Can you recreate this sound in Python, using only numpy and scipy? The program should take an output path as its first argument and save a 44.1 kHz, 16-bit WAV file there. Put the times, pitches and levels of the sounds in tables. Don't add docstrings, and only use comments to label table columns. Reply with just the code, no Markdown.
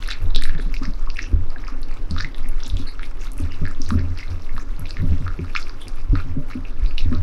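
import sys
import numpy as np
from scipy import signal
from scipy.fft import rfft, irfft, next_fast_len
from scipy.io import wavfile
from scipy.ndimage import uniform_filter1d, map_coordinates

SR = 44100
rng = np.random.default_rng(int(sys.argv[2]) if len(sys.argv) > 2 else 0)


def wrap_up_sound(samples):
    columns = np.atleast_2d(samples).T
    tamed = np.clip(columns, -1, 1)
    steps = np.round(tamed * 32767).astype(np.int16)
    wavfile.write(sys.argv[1], SR, steps)


def level_to_linear(level):
    exponent = np.asarray(level, float) / 20
    return 10 ** exponent


N = 318710

# centre_hz, width_hz, level_db
STAND_MODES = [(144, 14.8, 1), (218, 43, -4), (264, 12.4, 7.5), (344, 130, -5.5), (391, 95, -5),
               (589.8, 11.3, -7)]


def unit(x):
    return x / np.sqrt(np.mean(x ** 2) + 1e-20)


def noise():
    return rng.standard_normal(N)


def along(points, hz):
    f, v = np.transpose(points)
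    return np.interp(np.log(hz + 1), np.log(f + 1), v)


def curve(rows):
    s, value = np.transpose(rows)
    return np.interp(np.arange(N) / SR, s, value)


def wobble(rate_hz):
    knots = rng.standard_normal(int(N * rate_hz / SR) + 4)
    return map_coordinates(knots, [np.arange(N) * rate_hz / SR])


def filtered(x, response):
    m = next_fast_len(N + SR // 2)
    return irfft(rfft(x, m) * response(np.fft.rfftfreq(m, 1 / SR)), m)[..., :N]


def resonant(modes):
    def response(f):
        total = 0
        for k, (centre_hz, width_hz, db) in enumerate(modes):
            damping = 1j * f * width_hz
            total = total + (-1) ** k * level_to_linear(db) * damping / (centre_hz ** 2 - f * f + damping)
        return total
    return response


def pops(s, db, hz, cycles, rise=1.0, size=400):
    turns = hz[:, None] * np.arange(size) / SR
    u = turns / cycles
    swell = (1 - np.exp(-(turns / rise) ** 2)) * np.exp(-2.2 * u)
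    glide = 1 + 0.0028 * np.tanh(u)
    wave = swell / swell.max(1, keepdims=True) * np.sin(2 * np.pi * turns * glide)
    at = np.round(s * SR).astype(int)[:, None] + np.arange(size)
    return np.bincount(at.ravel(), (level_to_linear(db)[:, None] * wave).ravel(), N + SR)[:N]


def puffs(rows, width):
    out = np.zeros(N + SR)
    t = np.arange(SR // 4) / SR
    f = np.fft.rfftfreq(len(t), 1 / SR)
    for s, length_s, hz, db in rows:
        band = np.exp(-.5 * (np.log((f + 1) / hz) / width) ** 2)
        hiss = unit(irfft(rfft(rng.standard_normal(len(t))) * band, len(t)))
        u = np.clip(t / max(length_s, .01) / 1.265, 0, 1)
        out[round(s * SR):][:len(t)] += level_to_linear(db) * np.sin(np.pi * u ** 0.52) * hiss
    return out[:N]


def room_tone():
    # hz, level_db_per_hz
    air_spectrum = [(60, -9.5), (100, 3), (146, -22), (265, -6), (645, -17.5), (1170, -16.5), (2450, -32),
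                    (3230, -34), (4720, -42.5), (7690, -60), (11700, -63), (15200, -73), (16200, -70)]
    hz, t, z = signal.stft(rng.standard_normal(N + 512), SR, nperseg=512)
    patches = uniform_filter1d(uniform_filter1d(rng.standard_normal(z.shape), 6, 0), 12, 1)
    air = signal.istft(z * level_to_linear(1.8 * unit(patches)), SR, nperseg=512)[1][:N]
    return level_to_linear(-44) * unit(filtered(air, lambda f: level_to_linear(along(air_spectrum, f))))


def leaning():
    # peak_s, peak_db
    lean_events = [(0.25, -23.5), (0.5, -26), (0.85, -30.5), (1.351, -15.5), (2.139, -19.5), (2.4, -34.5),
                   (2.749, -20.5), (3.44, -19), (3.642, -21.5), (3.9, -22.5), (3.961, -14), (4.04, -17),
                   (4.109, -22.5), (4.326, -22.5), (4.555, -33), (4.83, -27.5), (5.02, -18.5), (5.11, -14),
                   (5.257, -20), (5.43, -24.5), (6.139, -17), (6.309, -22.5), (6.58, -28.5), (6.85, -31),
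                   (7.081, -15), (7.19, -17)]
    swell_db_per_s, ease_db_per_s, rest_db = 345, 208, -50.5
    t = np.arange(N) / SR
    level_db = np.full(N, rest_db)
    for s, db in lean_events:
        fall_db = np.maximum(swell_db_per_s * (s - t), ease_db_per_s * (t - s))
        level_db = np.maximum(level_db, db - fall_db)
    return level_db


def shaking():
    # time_s, level_db
    sway_level = [(0, -16), (.9, -15), (1.2, -21), (6.7, -23.5), (6.9, -14.5), (7.22, -21.5)]
    # hz, level_db_per_hz
    sway_spectrum = [(2, -8), (6, -5), (12, 23.5), (20, 6.5), (30, 8.5), (45, -17), (65, -12), (110, -73.5)]
    board_hz = 84
    push_db = leaning()
    sway = unit(filtered(noise(), lambda f: level_to_linear(along(sway_spectrum, f))))
    sway = level_to_linear(curve(sway_level) + 4.0 + 1.1 * wobble(11)) * sway
    boards = 2 ** .5 * np.sin(2 * np.pi * board_hz * np.arange(N) / SR + 0.8 * wobble(12))
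    hum = level_to_linear(push_db - 1 + 1.8 * wobble(28)) * boards
    rub = unit(filtered(noise() * level_to_linear(2.6 * wobble(25)), resonant(STAND_MODES)))
    return sway + hum + level_to_linear(0.39 * (push_db + 32.5) - 45.5) * rub


def knocks():
    # start_s, peak_db, mode_hz
    nudge_events = [(0.352, -34.5, 156), (0.545, -29, 150), (0.589, -31.5, 416), (0.36, -34.5, 417),
                    (1.72, -35, 256), (2.455, -37, 256), (2.658, -38, 255), (4.539, -40, 215),
                    (5.2, -27, 140), (6.7, -41, 260), (0.658, -31, 166), (0.814, -24.5, 263),
                    (0.876, -27.5, 187), (1.328, -24, 283), (2.108, -24.5, 190), (2.237, -32, 143),
                    (2.796, -28.5, 264), (3.399, -25.5, 275), (3.612, -22, 153.5), (3.797, -28, 263),
                    (3.916, -17, 214), (3.95, -20.5, 252), (3.97, -24, 132), (4.787, -31, 148),
                    (4.99, -28, 149), (5.026, -20.5, 156), (5.116, -23, 178), (5.39, -29.5, 371),
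                    (5.387, -26, 161.5), (6.13, -19.5, 282), (6.243, -33.5, 137), (6.365, -22.5, 242),
                    (6.371, -24, 143), (6.552, -23, 250), (7.055, -26.5, 260), (7.089, -32, 151),
                    (7.117, -19, 245)]
    # start_s, peak_db, floor_hz
    paw_events = [
        (1.325, -7, 41),
        (2.717, -12.5, 43),
        (4.304, -28, 50.3),
        (6.091, -6, 33),
        (6.127, -6.5, 92.5),
        (6.817, -7, 34.2),
    ]
    s, db, hz = np.transpose(nudge_events)
    nudges = level_to_linear(3.0) * pops(s, db, hz, cycles=6.65, rise=0.67, size=6000)
    impulses = np.bincount(np.round(s * SR).astype(int), level_to_linear(db), N)[:N]
    t = np.arange(SR // 4) / SR
    envelope = np.exp(-t / 0.028) * (1 - np.exp(-t / 0.0012))
    rattle = signal.fftconvolve(impulses, envelope)[:N] * noise()
    rattle = filtered(rattle, lambda f: resonant(STAND_MODES)(f) * f / (f + 150) / (1 + (f / 620) ** 4))
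    thuds = pops(*np.transpose(paw_events), cycles=2.1, rise=0.43, size=12000)
    return nudges + level_to_linear(20.0) * rattle + thuds


def sniffs():
    # start_s, length_s, whistle_hz, level_db
    nose_puffs = [
        (.3, 0.0099, 3700, -46.5),
        (1.82, 0.029, 4400, -70),
        (2.865, 0.06, 4280, -43),
        (3.50, 0.058, 2820, -45),
        (3.81, 0.12, 5700, -59),
        (5.80, 0.068, 3300, -45.5),
        (6.649, 0.038, 2620, -54),
        (6.86, 0.073, 4570, -55.5),
    ]
    return level_to_linear(2 * wobble(90)) * puffs(nose_puffs, width=.08)


def lapping(count=2600):
    # time_s, level_db
    stir_level = [(0.0, -33), (0.19, -42), (0.25, -43.5), (0.64, -45.5), (0.74, -44), (1.45, -47),
                  (1.58, -43.5), (2.92, -43), (3.05, -46.5), (3.25, -40), (3.57, -40.5), (3.66, -42.5),
                  (4.85, -41.5), (5.88, -41), (6.06, -49.5), (6.16, -39), (6.37, -46), (7.22, -41.5)]
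    when, size, pitch = rng.random((count, 3)).T
    s, hz = when * N / SR, 1000 * 7 ** pitch
    tick_db = -3.5 * np.log(size + 0.06) - 3 * np.log2(hz / 1000)
    ticks = pops(s, tick_db, hz, cycles=4.8, rise=0.6, size=300)
    crack_db, crack_hz = -3.5 * np.log(size[::4] + 0.04), 7500 + 6000 * pitch[::4]
    cracks = pops(s[::4], crack_db, crack_hz, cycles=4, rise=1.5, size=60)
    hiss = filtered(noise(), lambda f: 1 / (1 + f / 2500))
    fizz = filtered(noise(), lambda f: np.exp(-(np.log((f + 1) / 10500) / 0.42) ** 2))
    fizz = level_to_linear(8.0 * wobble(24)) * fizz
    wet = unit(ticks) + level_to_linear(-14) * unit(cracks) + level_to_linear(-5.5) * unit(hiss) + level_to_linear(-17) * unit(fizz)
    return level_to_linear(curve(stir_level) - 8.0 + 2.2 * wobble(28)) * unit(wet)


def licks(count=18):
    # start_s, length_s, cavity_hz,
    # level_db
    lick_strokes = [(0.08, 0.072, 1850, -41), (0.347, 0.17, 1650, -49.5), (0.411, 0.2, 1650, -46.5),
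                    (0.812, 0.042, 1210, -43), (1.057, 0.061, 1110, -53), (1.167, 0.034, 1940, -47),
                    (1.629, 0.061, 2050, -63), (1.667, 0.077, 1130, -44.5), (2.143, 0.055, 1310, -47),
                    (2.195, 0.045, 1600, -49), (2.24, 0.055, 2000, -64), (2.42, 0.045, 1950, -61),
                    (2.862, 0.04, 1960, -49.5), (5.96, 0.05, 2270, -55), (2.988, 0.05, 1880, -50),
                    (3.651, 0.051, 1430, -49), (3.899, 0.056, 1160, -58), (3.979, 0.035, 1700, -42),
                    (4.171, 0.056, 2000, -45), (4.566, 0.067, 1220, -55), (4.968, 0.043, 1660, -45),
                    (5.262, 0.046, 1340, -51), (5.552, 0.047, 2460, -51), (6.149, 0.059, 1280, -41),
                    (6.16, .05, 2320, -46.5), (6.498, 0.046, 2040, -47), (6.977, 0.052, 2530, -55),
                    (7.116, 0.073, 1170, -44),
                    (0.089, 0.053, 3600, -40), (0.574, 0.098, 3700, -51.5), (0.741, 0.047, 4750, -50),
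                   (0.815, 0.053, 4560, -50.5), (1.159, 0.13, 2670, -45.5), (1.21, 0.038, 5300, -51.5),
                   (2.172, 0.07, 5470, -48), (2.63, 0.17, 5760, -64), (2.643, 0.034, 3580, -45),
                   (2.776, 0.06, 3640, -49), (3.024, 0.041, 3700, -51.5), (3.194, 0.054, 6600, -51.5),
                   (3.826, 0.13, 4440, -53), (4.171, 0.058, 4870, -50), (4.3, 0.033, 4830, -51.5),
                   (4.595, 0.035, 6570, -50.5), (4.881, 0.038, 4500, -53), (5.562, 0.06, 6800, -51),
                   (4.972, 0.06, 5960, -67), (5.547, 0.1, 5100, -48), (6.163, 0.024, 4040, -69),
                   (6.497, 0.066, 4100, -57), (6.978, 0.039, 5230, -50), (6.979, 0.061, 3570, -53)]
    # start_s, level_db
    gravy_fizz = [(0.071, -51), (0.421, -42), (0.602, -52.5), (1.14, -55), (1.27, -57), (2.461, -78),
                  (2.665, -53), (2.771, -54), (2.866, -51), (3.021, -52), (3.31, -68), (3.367, -49),
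                  (3.885, -48), (4.29, -58), (4.55, -58), (4.791, -59), (4.89, -53.5), (5.805, -51),
                  (6.161, -57)]
    fizz_s, fizz_hz = 0.054, 9500
    strokes = lick_strokes + [(s, fizz_s, fizz_hz, db) for s, db in gravy_fizz]
    s, length_s, hz, db = np.repeat(strokes, count, axis=0).T
    when, pitch, size = rng.random((len(s), 3)).T
    pocket_hz = hz * np.exp(.22 * (pitch - .5) + 0.28 * (when - .5))
    pocket_db = db + 1.5 - 4.3 * np.log(size + 0.035)
    pockets = pops(s + when * length_s, pocket_db, pocket_hz, cycles=5, rise=1.3)
    cavity = level_to_linear(-7 + 5.6 * wobble(120)) * puffs(strokes, width=0.096)
    surface = level_to_linear(-6.5 + 5.3 * wobble(150)) * puffs(strokes, width=0.53)
    return pockets + cavity + surface


def crackle():
    # start_s, peak_db, pitch_hz
    chew_pops = [(0.077, -31.5, 1270), (0.111, -23, 1600), (0.122, -23, 2500), (0.14, -31.0, 2460),
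                 (0.155, -30.5, 1800), (0.4367, -29, 2440), (0.4673, -35, 2130), (0.8323, -26, 1250),
                 (1.1596, -34.0, 2450), (1.169, -25.5, 2700), (1.3618, -40, 1430), (1.6393, -27.5, 1860),
                 (1.6693, -32, 2320), (1.683, -22, 1190), (1.9115, -33, 1940), (1.9259, -35.0, 2370),
                 (2.1812, -20.5, 1380), (2.2225, -26, 1720), (2.3462, -33.5, 1850), (2.444, -33, 2080),
                 (2.4589, -30.5, 1980), (2.5808, -35, 1980), (2.6045, -35, 1480), (2.6281, -32.5, 1450),
                 (3.0413, -30, 2260), (3.2362, -35.0, 2140), (3.3867, -33.0, 2580), (3.5197, -31, 2000),
                 (3.6637, -24, 1680), (3.6744, -21.5, 1690), (3.7118, -29.5, 1310), (3.8896, -30, 1780),
                 (3.9385, -27, 1280), (3.9775, -33.0, 1680), (4.1798, -34, 2060), (4.2073, -29.5, 2070),
                 (4.315, -36, 1510), (4.493, -30, 1950), (4.5991, -31, 1720), (4.9074, -32, 2610),
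                 (5.2656, -21, 1310), (5.304, -29.5, 1340), (5.341, -33.5, 1350), (5.3905, -29.5, 2350),
                 (5.5, -32.5, 2460), (5.669, -31, 2360), (5.746, -36, 1430), (5.8703, -34.5, 2400),
                 (5.981, -34, 1220), (6.2008, -27, 1330), (6.6515, -28, 2560), (6.8612, -34.5, 2360),
                 (6.9094, -31, 2520), (7.0061, -27.5, 2560), (7.1513, -37, 1260)]
    # start_s, peak_db, pitch_hz
    tongue_ticks = [(0.0614, -31, 3800), (0.1037, -32, 3770), (0.1269, -26.5, 3750), (0.259, -41, 3660),
                    (0.3054, -35, 3800), (0.4125, -24, 3700), (0.834, -32, 4960), (0.9365, -35, 4300),
                    (1.1704, -32.5, 5300), (1.221, -29.5, 5650), (1.2285, -26, 5660), (1.5031, -35.5, 4570),
                    (1.5833, -39.5, 3900), (1.648, -39.5, 4780), (1.915, -39.5, 4500), (1.9407, -45, 4690),
                    (1.9719, -40, 3600), (2.1979, -34, 4800), (2.2464, -32, 3730), (2.382, -34, 3600),
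                    (2.4313, -42, 4800), (2.5938, -48, 3140), (2.63, -31, 3550), (2.6506, -38, 5200),
                    (2.676, -40, 3650), (2.694, -36, 5100), (3.0415, -39, 3400), (3.212, -33, 6460),
                    (3.2695, -33, 3640), (3.5209, -34.5, 5000), (3.5426, -37.5, 3830), (3.6442, -45, 3320),
                    (3.712, -38.5, 6000), (3.7487, -38, 3550), (3.8626, -28.5, 4370), (3.9413, -46, 3800),
                    (4.188, -32.5, 4960), (4.234, -37, 4040), (4.2798, -35.5, 3880), (4.4208, -38.5, 5350),
                    (4.7645, -41, 4200), (4.868, -34, 3490), (4.896, -39, 4820), (4.9289, -43, 4610),
                    (4.9948, -46, 3830), (5.0204, -40.5, 3750), (5.5763, -26, 3500), (5.8167, -32, 3450),
                    (6.1564, -31, 4110), (6.202, -37, 4000), (6.5026, -40, 3500), (6.5125, -40, 4500),
                    (6.9943, -38, 4000), (7.001, -33, 3770), (7.047, -37, 3600)]
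    # start_s, peak_db, pitch_hz
    film_sparks = [(1.1519, -47, 8550), (1.1649, -44, 9450), (1.1904, -47.5, 9540), (1.9408, -48, 7520),
                   (2.0999, -50.0, 9220), (2.1978, -53, 8550), (2.2071, -55, 8680), (2.362, -45.5, 10870),
                   (2.594, -50.0, 9500), (2.6645, -37, 7100), (2.6938, -41.5, 10340), (2.769, -42, 7200),
                   (3.2134, -53, 7690), (3.4153, -42, 9260), (3.4224, -43, 8720), (3.7123, -45, 7200),
                   (3.8176, -44.0, 9100), (3.8408, -44, 8940), (3.9492, -43, 11390), (4.58, -46, 9840),
                   (4.8948, -42, 7340), (5.2217, -50.5, 8550), (5.2791, -50.0, 10380), (5.683, -49, 10530),
                   (5.8074, -47, 9710), (5.814, -45, 9750), (5.82, -43.0, 8980), (5.987, -52.0, 10440),
                   (6.5441, -49, 9820), (7.0836, -51.0, 9500)]
    trail_s, trail_db = 0.052, -27
    chews = pops(*np.transpose(chew_pops), cycles=4.7, rise=0.85)
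    ticks = level_to_linear(1.8) * pops(*np.transpose(tongue_ticks), cycles=4.9, rise=1.25)
    sparks = level_to_linear(12.0) * pops(*np.transpose(film_sparks), cycles=6.2, rise=1.2)
    sources = chew_pops + tongue_ticks + film_sparks
    trails = puffs([(s, trail_s, hz, db + trail_db) for s, db, hz in sources], width=0.12)
    return chews + ticks + sparks + trails


def smacks():
    # start_s, peak_db, pitch_hz
    mouth_pops = [(0.026, -27, 1790), (0.087, -17.5, 1570), (0.1125, -19.5, 1610), (0.4222, -18.5, 1840),
                  (0.4538, -17.5, 1760), (0.4946, -20, 1680), (0.55, -25.5, 1710), (0.598, -22.5, 1610),
                  (0.7411, -20, 2240), (0.7659, -23, 2600), (0.8528, -21.5, 1840), (1.1016, -25, 2760),
                  (1.188, -20, 2060), (1.191, -11.5, 1900), (1.241, -25, 1790), (2.2024, -16, 1600),
                  (2.2064, -14, 1610), (3.031, -23, 2000), (3.6534, -20, 1730), (4.5653, -27, 1670),
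                  (4.8557, -26, 2400), (4.9691, -21, 1930), (5.5624, -7, 2400)]
    gulp_pops = [(2.1641, -18.5, 1210), (2.994, -21, 1410), (3.9054, -10.5, 1144), (4.5795, -17.5, 1120),
                 (5.2793, -17.5, 1350), (5.4459, -26.5, 1200), (5.552, -9, 1340), (5.696, -28, 1440),
                 (6.1542, -16, 1330), (6.2, -21.5, 1290), (6.5017, -27, 1200), (6.5119, -25, 1340),
                 (7.1269, -22, 1360)]
    bubble_pops = [
        (1.0728, -24.5, 1095),
        (1.5605, -26.5, 1640),
        (2.2457, -16.5, 1990),
        (4.2295, -25, 2060),
        (6.9807, -15.5, 2890),
    ]
    lip_smacks = [(0.025, -24.5, 3420), (0.0747, -25, 4060), (0.1057, -18, 3770), (0.1118, -15, 3750),
                  (0.119, -20, 3500), (0.3481, -14, 3680), (0.3543, -26, 3670), (0.3606, -7, 3690),
                  (0.4367, -15.5, 3980), (0.7659, -29.5, 3700), (1.19, -26, 2760), (2.1813, -22, 3740),
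                  (2.1857, -20, 3840), (2.3456, -26.5, 3520), (2.603, -29, 3440), (2.7, -21.5, 3700),
                  (2.7694, -23, 3350), (3.0317, -30, 3120), (4.188, -27.5, 2800), (4.8588, -31, 4070),
                  (5.5506, -19.5, 3970), (6.159, -43, 4090), (6.8608, -30.5, 3900), (6.9807, -15, 3750),
                  (7.1491, -27.5, 4000)]
    tip_clicks = [(0.088, -24.5, 5100), (0.7413, -26.5, 4750), (0.8547, -26, 5140), (1.1016, -23.5, 4560),
                  (1.6801, -29.5, 5060), (1.831, -27.5, 4250), (2.1096, -21.5, 4440), (2.2073, -16, 4620),
                  (2.635, -23.5, 5440), (2.665, -28, 5730), (3.6654, -31, 4460), (3.8178, -19.5, 5560),
                  (3.891, -25.5, 6400), (3.993, -32.5, 4570), (4.1754, -30, 4600), (4.2033, -36, 4770),
                  (4.9074, -20, 4540), (5.6277, -24.5, 4400), (5.695, -28.5, 4660), (5.8821, -27.5, 4900)]
    film_snaps = [(0.077, -32, 10800), (0.1135, -34, 7460), (0.2232, -41, 11400), (0.2415, -43, 11300),
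                  (0.4231, -29, 9500), (0.4372, -28, 8600), (0.7414, -40, 11740), (1.8176, -38, 10700),
                  (2.11, -37, 8330), (2.3823, -41, 10410), (2.488, -29.5, 10700), (2.6796, -32, 10800),
                  (3.3184, -32.5, 9050), (3.3336, -35, 11070), (3.3797, -31, 10400), (3.4011, -35, 9700),
                  (3.6819, -41, 9500), (3.891, -35, 9600), (4.1845, -42, 9900), (4.555, -43, 11900),
                  (4.795, -29.5, 11300), (5.0205, -45, 11630), (5.814, -46, 9740), (5.8827, -33, 9200),
                  (5.959, -42, 10500), (6.9808, -40, 10700), (6.993, -41, 11440)]
    low_rise, high_rise = 0.85, 1.25
    smack_hiss_s, smack_hiss_db = 0.063, -33

    mouth = pops(*np.transpose(mouth_pops), cycles=3.9, rise=low_rise)
    gulps = pops(*np.transpose(gulp_pops), cycles=2.1, rise=low_rise)
    bubbles = pops(*np.transpose(bubble_pops), cycles=12, rise=low_rise)
    s, db, hz = np.transpose(mouth_pops + gulp_pops)
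    crack = pops(s, db - 11, np.full(len(s), 3900.0), cycles=2.2, rise=low_rise)

    lips = pops(*np.transpose(lip_smacks + tip_clicks), cycles=5.0, rise=high_rise)
    s, db, hz = np.transpose(lip_smacks)
    upper = pops(s, db - 21, hz * 1.48, cycles=12, rise=3.2)

    films = pops(*np.transpose(film_snaps), cycles=12, rise=5.9)
    film_cracks = level_to_linear(12.5) * pops(*np.transpose(film_snaps), cycles=2.2, rise=high_rise)

    sources = lip_smacks + tip_clicks + gulp_pops
    smack_hiss = puffs([(s - .008, smack_hiss_s, hz, db + smack_hiss_db) for s, db, hz in sources], width=0.24)
    smack_hiss = level_to_linear(4.8 * wobble(170)) * smack_hiss
    return mouth + gulps + bubbles + crack + lips + upper + films + film_cracks + smack_hiss


def bowl(x):
    # hz, level_db
    bowl_colour = [(700, -16), (1200, -3), (2700, 1.5), (3110, -2), (3600, -0.5), (5900, 3.5), (6250, -1),
                   (7900, -6.5), (8600, -7.5), (12000, -7), (13000, -11.5), (16000, -10)]
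    # delay_s, level_db
    reflections = [
        (0.00078, -21),
        (0.0023, -16),
        (0.0041, -21),
    ]

    def response(f):
        echoes = sum(level_to_linear(db) * np.exp(-2j * np.pi * f * delay_s) for delay_s, db in reflections)
        return level_to_linear(along(bowl_colour, f)) * (1 + echoes)
    return filtered(x, response)


def room(x):
    # hz, t60_s
    decay_times = [(800, 0.26), (3000, 0.13), (10000, 0.13)]
    hz, t, z = signal.stft(rng.standard_normal(SR // 2), SR, nperseg=256)
    decay = level_to_linear(-60 * t / along(decay_times, hz)[:, None])
    tail = signal.istft(z * decay, SR, nperseg=256)[1]
    delayed = np.pad(x, (130, 0))
    return signal.fftconvolve(delayed, tail / np.linalg.norm(tail))[:N]


def scene():
    near = bowl(sniffs() + lapping() + licks() + crackle() + smacks())
    return (room_tone() + shaking() + knocks() + level_to_linear(-10.5) * room(near) + near)[None]


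def roll_off(x):
    return signal.sosfilt(signal.butter(12, 16430, fs=SR, output="sos"), x)


def record(dry):
    edge_s, top_hz = 0.006, 15750
    edge = np.minimum(np.arange(N), np.arange(N)[::-1]) / (edge_s * SR)
    soft = dry * np.sin(np.pi / 2 * np.minimum(edge, 1)) ** 2
    return roll_off(filtered(soft, lambda f: f < top_hz))


dry = scene()
out = record(dry)
wrap_up_sound(out)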